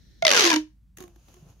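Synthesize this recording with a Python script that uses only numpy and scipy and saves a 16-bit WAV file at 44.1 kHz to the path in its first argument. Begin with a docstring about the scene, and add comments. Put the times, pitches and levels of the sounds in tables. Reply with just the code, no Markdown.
"""A faint hiss and a low rumble fill a small carpeted room; then a ridged plastic pop tube is pulled open.
Its folds snap out in a fast ratchet and ring the air inside, whose pitch falls as the tube grows.
It drops on other tubes with a few hollow taps; hands then roll them over the carpet,
with a light scraping and soft thumps."""
import sys
import numpy as np
from scipy import signal
from scipy.fft import rfft, irfft
from scipy.io import wavfile
from scipy.ndimage import uniform_filter1d

SR = 44100
rng = np.random.default_rng(int(sys.argv[2]) if len(sys.argv) > 2 else 0)


def unload_audio(sound):
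    """Save the sound as a 16-bit wav file, at the path given as the first command line argument."""
    columns = np.transpose(np.atleast_2d(sound))
    # keep every value between -1 and 1, then stretch to whole-number steps
    steps = np.round(np.clip(columns, -1, 1) * 32767)
    wavfile.write(sys.argv[1], SR, steps.astype(np.int16))


N = 70560
TIME = np.arange(N) / SR

# background spectra (frequency [Hz], relative level [dB])
HISS_SPECTRUM = [(60, 22), (200, 16), (1100, -18), (1800, 0), (2700, -13), (4100, 3), (4800, -7), (5600, 0),
                 (8000, -21)]
RUMBLE_SPECTRUM = [(20, -16.5), (55, -3.5), (200, -14.5), (400, -42), (9000, -53.5)]
# steady hum (frequency [Hz], level [dB])
HUM_TONES = [(54, -57)]
# folds snapping open (time [s], relative level [dB], decay time [ms])
FOLD_SNAPS = [(0.2227, -21.5, 3.7), (0.2501, -7.5, 3.05), (0.2529, -11, 0.83), (0.2665, -5.5, 4.3),
              (0.2791, -8, 2.8), (0.291, -16, 5.4), (0.3040, -10, 2.5), (0.3127, -8.5, 5.5),
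              (.3248, -10, 1.9), (0.3333, -10.5, 2.5), (0.3355, -15, 3.4), (0.346, -8.5, 2.6),
              (0.3522, -7, 2.1), (0.364, -8, 3.6), (0.3689, -12, 4.4), (0.375, -10, 3.8),
              (0.383, -16.5, 5.4), (0.3933, -8, 5.6), (0.4076, -5, 2.4), (0.4145, -13, 2.7),
              (.4220, -9.5, 2), (0.438, -11.5, 3), (0.442, -9, 3.1), (0.4509, -10, 3.6),
              (0.459, -12.5, 3.2), (0.4656, -8.5, 1.3), (0.475, -9.5, 2.5), (.4930, -12.5, 1.5),
              (0.5009, -11.5, 7.2), (0.5135, -15, 4.3), (0.529, -12.5, 2.8), (0.5379, -14, 6.9),
              (0.5598, -15, 4.5), (.5650, -23.5, 2.43)]
# small folds crackling between the big ones (time [s], level [dB])
CRACKLE_LEVELS = [(.225, -96.5), (.3, -42), (.345, -27), (.385, -20.5), (.47, -22), (.52, -29), (.565, -62),
                  (.62, -100)]
# a fold's crack in the closed and the open tube (frequency [Hz], relative level [dB])
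CLOSED_SPECTRUM = [(100, -20), (1500, -6.5), (2100, -2), (3600, 0.5), (5200, -4), (6400, -3.5),
                   (7400, -22.5), (11000, -23), (16000, -36)]
OPEN_SPECTRUM = [(70, -24.5), (400, -0.5), (800, -6), (1200, -4.5), (1800, 0), (6400, -2), (7300, -13.5),
                 (8200, -19.5), (11600, -18), (13000, -28), (16000, -29)]
# air column and the relative pushes on its modes
# (time [s], fundamental [Hz], push on fundamental [dB], on octave [dB], on higher modes [dB])
AIR_COLUMN = [(.224, 674.3, -13, -25.5, -15.5), (.252, 657.5, -18, -28.5, -13.5),
              (.281, 619.3, -21.5, -27.5, -18), (.315, 552.4, -40, -20, -26.5),
              (.35, 505.7, -34.5, -32.5, -17.5), (.4, 423.1, -35, -32, -22.5),
              (.445, 359.8, -25, -35, -29.5), (.47, 345.3, -29.5, -36.5, -22.5),
              (.495, 328.3, -63, -36, -30.5), (.516, 328, -20, -32, -11.5),
              (.535, 302.2, -24.5, -48.5, -26), (.562, 309, -24, -46.5, -29.5)]
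# overtones of the pulled and the resting tube
# (nominal frequency ratio, relative level [dB], ring time [cycles of the fundamental])
PULL_MODES = [(2.03, -4.5, 48), (3.06, 0.5, 18), (5.21, -2.5, 18), (7.45, -3, 22), (9.68, 0.5, 22)]
REST_MODES = [(2.04, -15, 51), (3.04, -13, 37)]
# lead of the left microphone over the right (frequency [Hz], phase [rad])
LEFT_LEAD = [(320, 0.11), (430, .4), (620, 1.59)]
# low thumps: one as the first fold gives, the rest as the tubes are handled
# (time [s], level [dB], frequency [Hz])
SOFT_THUMPS = [(0.23, -38.5, 156), (1.424, -42, 150), (1.458, -47.5, 135), (1.494, -47, 104)]
# taps on the other tubes (time [s], tick level [dB], knock level [dB], ring level [dB])
LANDING_TAPS = [(0.9701, -40.5, -68, -68), (0.9827, -42.5, -49, -50.5), (0.992, -68, -54, -68),
                (1.0031, -43, -37, -68), (1.0096, -58, -43.5, -38.5), (1.024, -44.5, -62, -86),
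                (1.0369, -49, -46, -41.5), (1.078, -56.5, -49, -58), (1.159, -60, -53, -55.5),
                (1.283, -60, -50.5, -68), (1.34, -54, -50, -53.5), (1.366, -79, -54.5, -50.5)]
# fundamental of the dropped tube (time [s], frequency [Hz])
REST_FUNDAMENTAL = [(1.0, 370.7), (1.1, 339), (1.19, 354.8)]
# ridges sliding on each other and the carpet (time [s], scrape level [dB], brush level [dB])
SLIDE_LEVELS = [(.97, -100, -100), (.975, -60, -51), (1.03, -57, -59), (1.07, -67.5, -59.5),
                (1.13, -73.5, -66.5), (1.27, -65.5, -71), (1.29, -61.5, -56), (1.345, -63, -70),
                (1.46, -68.5, -59), (1.505, -62.5, -56), (1.55, -72, -68.5)]
# contact spectra (frequency [Hz], relative level [dB])
TICK_SPECTRUM = [(500, -28), (1800, 3.5), (5200, -10.5), (6500, 10), (7800, -9), (11500, 2), (16000, -8)]
KNOCK_SPECTRUM = [(80, 5), (330, 12), (520, -1.5), (1000, 2.5), (2100, -8.5), (4500, -9.5), (12000, -29)]
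SCRAPE_SPECTRUM = [(400, -5.5), (1400, 1), (2100, -5), (2750, 3.5), (3500, -3), (5300, -2.5), (6700, 6),
                   (7700, -14.5), (11000, -5), (16000, -12.5)]
BRUSH_SPECTRUM = [(90, 4.5), (700, -6.5), (2000, -26), (8000, -43.5)]


def amp(db):
    """Decibels to amplitude ratio."""
    return 10 ** (np.asarray(db) / 20)


def curve(table, at=TIME, column=1):
    """Linear interpolation of one table column."""
    rows = np.array(table)
    return np.interp(at, rows[:, 0], rows[:, column])


def pan(db):
    """Direction by level difference, left over right."""
    return amp(np.array([[db], [-db]]) / 2)


def colour(x, spectrum):
    """Spectral shaping by a minimum-phase filter of unit power gain."""
    size = 2048
    hz, db = np.array(spectrum).T
    bin_hz = np.maximum(np.arange(size // 2 + 1) * SR / size, 1)
    gain = amp(np.interp(np.log(bin_hz), np.log(hz), db))
    cepstrum = irfft(np.log(gain))
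    cepstrum[1:size // 2] *= 2
    cepstrum[size // 2 + 1:] = 0
    response = irfft(np.exp(rfft(cepstrum)))
    return signal.fftconvolve(x, response[None] / np.linalg.norm(response))[:, :N]


def noise(shared, grain=0):
    """Partly coherent stereo noise of unit power; grain makes it spiky."""
    white = rng.standard_normal((3, N))
    spikes = np.exp(grain * np.repeat(rng.standard_normal(N // 8 + 1), 8)[:N])
    x = (np.sqrt(shared) * white[2] + np.sqrt(1 - shared) * white[:2]) * spikes
    return x / x.std()


def bursts(rows, shared, grain):
    """Transients: a cluster of tiny snaps for each (time [s], level [dB], decay time [ms])."""
    out, snaps = np.zeros((2, N)), noise(shared, grain)
    for start_s, db, ms in rows:
        age = np.arange(SR // 50) / SR / (ms / 1000)
        span = slice(int(start_s * SR), int(start_s * SR) + len(age))
        envelope = np.minimum(age / 0.22, 1) * np.exp(-age ** 2)
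        burst = envelope * snaps[:, span]
        out[:, span] += amp(db) * burst * np.linalg.norm(envelope) / np.linalg.norm(burst, axis=1)[:, None]
    return out


def air_mode(times, db, hz, ratio, cycles, slip_rad, push_s=0.0043):
    """Damped resonance at ratio * hz: each push, off in phase by about slip_rad, fades 60 dB in `cycles`."""
    turns = np.cumsum(hz) / SR
    pushes = amp(db) * np.exp(1j * slip_rad * rng.standard_normal(len(times)))
    swing = np.zeros(N, complex)
    for i, push in zip((times * SR).astype(int), pushes):
        swing[i:] += push * np.exp(-np.log(1000) * (turns[i:] - turns[i]) / cycles)
    lead = curve(LEFT_LEAD, ratio * hz) * np.array([[.5], [-.5]])
    rise = int(push_s * SR)
    swell = signal.fftconvolve(swing, np.ones(rise) / rise)[:N]
    return np.imag(swell * np.exp(1j * (2 * np.pi * ratio * turns + lead)))


def background(hiss_end_s=.23):
    """Ambient noise: steady rumble and hum, with a faint hiss until the first fold gives."""
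    hum = sum(amp(db) * np.sqrt(2) * np.sin(2 * np.pi * (hz * TIME + rng.random())) for hz, db in HUM_TONES)
    hiss = amp(-56.5) * colour(noise(shared=.3) * (TIME < hiss_end_s), HISS_SPECTRUM)
    rumble = amp(-60) * colour(noise(shared=0.91), RUMBLE_SPECTRUM)
    return hum + hiss + rumble


def ratchet(opening_s=(.275, .33)):
    """Snap-through buckling: folds crack in turn, and the spectrum shifts as the tube opens."""
    snaps = amp(-2.5) * bursts(FOLD_SNAPS, shared=0.25, grain=0.15)
    folds = snaps + amp(curve(CRACKLE_LEVELS)) * noise(shared=0.02, grain=0.2)
    opened = np.interp(TIME, opening_s, (0, 1))
    closed_cracks = colour(folds * np.sqrt(1 - opened), CLOSED_SPECTRUM)
    return closed_cracks + colour(folds * np.sqrt(opened), OPEN_SPECTRUM)


def air_column(wobble_depth=.05, wobble_s=.008, cutoff_hz=2800):
    """Standing waves: each fold pushes the air in the tube, whose modes fall as it lengthens."""
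    times, hz = np.array(FOLD_SNAPS)[:, 0], curve(AIR_COLUMN)
    # the pitch lurches while the pull is fastest
    fast_pull = np.interp(TIME, (.28, .32, .42, .49), (0, 1, 1, 0))
    size = int(wobble_s * SR)
    lurch = uniform_filter1d(rng.standard_normal(N), size) * np.sqrt(size) * fast_pull
    slip_rad = 0.14 * (1 + np.interp(times, TIME, fast_pull))
    push_db = curve(AIR_COLUMN, times, column=2)
    out = air_mode(times, push_db, hz * (1 + wobble_depth * lurch), 1, 56, slip_rad) * pan(db=-4)
    stretched_hz = hz * (hz / hz[-1]) ** .055  # overtones lie sharper while the tube is short
    for ratio, db, cycles in PULL_MODES:
        push_db = db + curve(AIR_COLUMN, times, column=3 if round(ratio) == 2 else 4)
        # the ridges smother modes above the cutoff
        loss_db = 20 * np.log10(1 + (ratio * curve(AIR_COLUMN, times) / cutoff_hz) ** 4)
        out += air_mode(times, push_db - loss_db, stretched_hz, ratio, cycles, slip_rad=.7) * pan(db=4.5)
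    return out


def thumps(rise_s=0.006):
    """Heavy damping: each soft thump is a low oscillation that dies in a few cycles."""
    out = np.zeros(N)
    for start_s, db, hz in SOFT_THUMPS:
        age = np.maximum(TIME - start_s, 0)
        out += amp(db) * age / rise_s * np.exp(1 - age / rise_s) * np.sin(2 * np.pi * hz * age)
    return out


def landing(tap_ms=5.16):
    """Impact excitation: ridges tick, walls knock and the air in the open tube resonates."""
    times, _, _, ring_db = np.array(LANDING_TAPS).T
    ticks = bursts([(s, db, tap_ms) for s, db, _, _ in LANDING_TAPS], shared=0.24, grain=0.54)
    knocks = bursts([(s, db, tap_ms) for s, _, db, _ in LANDING_TAPS], shared=0.475, grain=0.39)
    hollow = sum(air_mode(times, ring_db + db, curve(REST_FUNDAMENTAL), ratio, cycles, slip_rad=0.39)
                 for ratio, db, cycles in [(1, 0.0061, 53.5)] + REST_MODES)
    return colour(ticks, TICK_SPECTRUM) + colour(knocks, KNOCK_SPECTRUM) + hollow * pan(db=-3)


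def sliding():
    """Friction noise: ridges scrape on each other and brush dully over the carpet."""
    scrape = amp(curve(SLIDE_LEVELS)) * noise(shared=.25, grain=0.21)
    brush = amp(curve(SLIDE_LEVELS, column=2)) * noise(shared=0.79, grain=0.14)
    return colour(scrape, SCRAPE_SPECTRUM) + colour(brush, BRUSH_SPECTRUM)


def room(x, gap_s=.012):
    """Reverberation: dense reflections decay exponentially, from near surfaces and in a weak tail."""
    t, response = TIME[:SR // 2], 0
    for t60_s, db in ((.155, -12), (.3, -26)):
        echoes = rng.standard_normal((2, len(t))) * np.exp(-np.log(1000) * t / t60_s) * (t > gap_s)
        response += amp(db) * echoes / np.linalg.norm(echoes, axis=1, keepdims=True)
    return signal.fftconvolve(x, response, axes=1)[:, :N]


def scene():
    """Superposition of the direct sounds and the reflections of the pull and the landing."""
    air, plastic = air_column(), ratchet() + landing()
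    return air + plastic + room(plastic + .5 * air) + thumps() + sliding() + background()


def record(dry, low_hz=36, top_hz=15600):
    """Band limiting and saturation: the phone drops deep bass, clips at full scale and cuts the top."""
    highpass = signal.butter(3, low_hz, "high", fs=SR, output="sos")
    lowpass = signal.ellip(8, .2, 70, top_hz, fs=SR, output="sos")
    return signal.sosfilt(lowpass, np.clip(signal.sosfilt(highpass, dry), -1, 1))


dry = scene()
out = record(dry)
unload_audio(out)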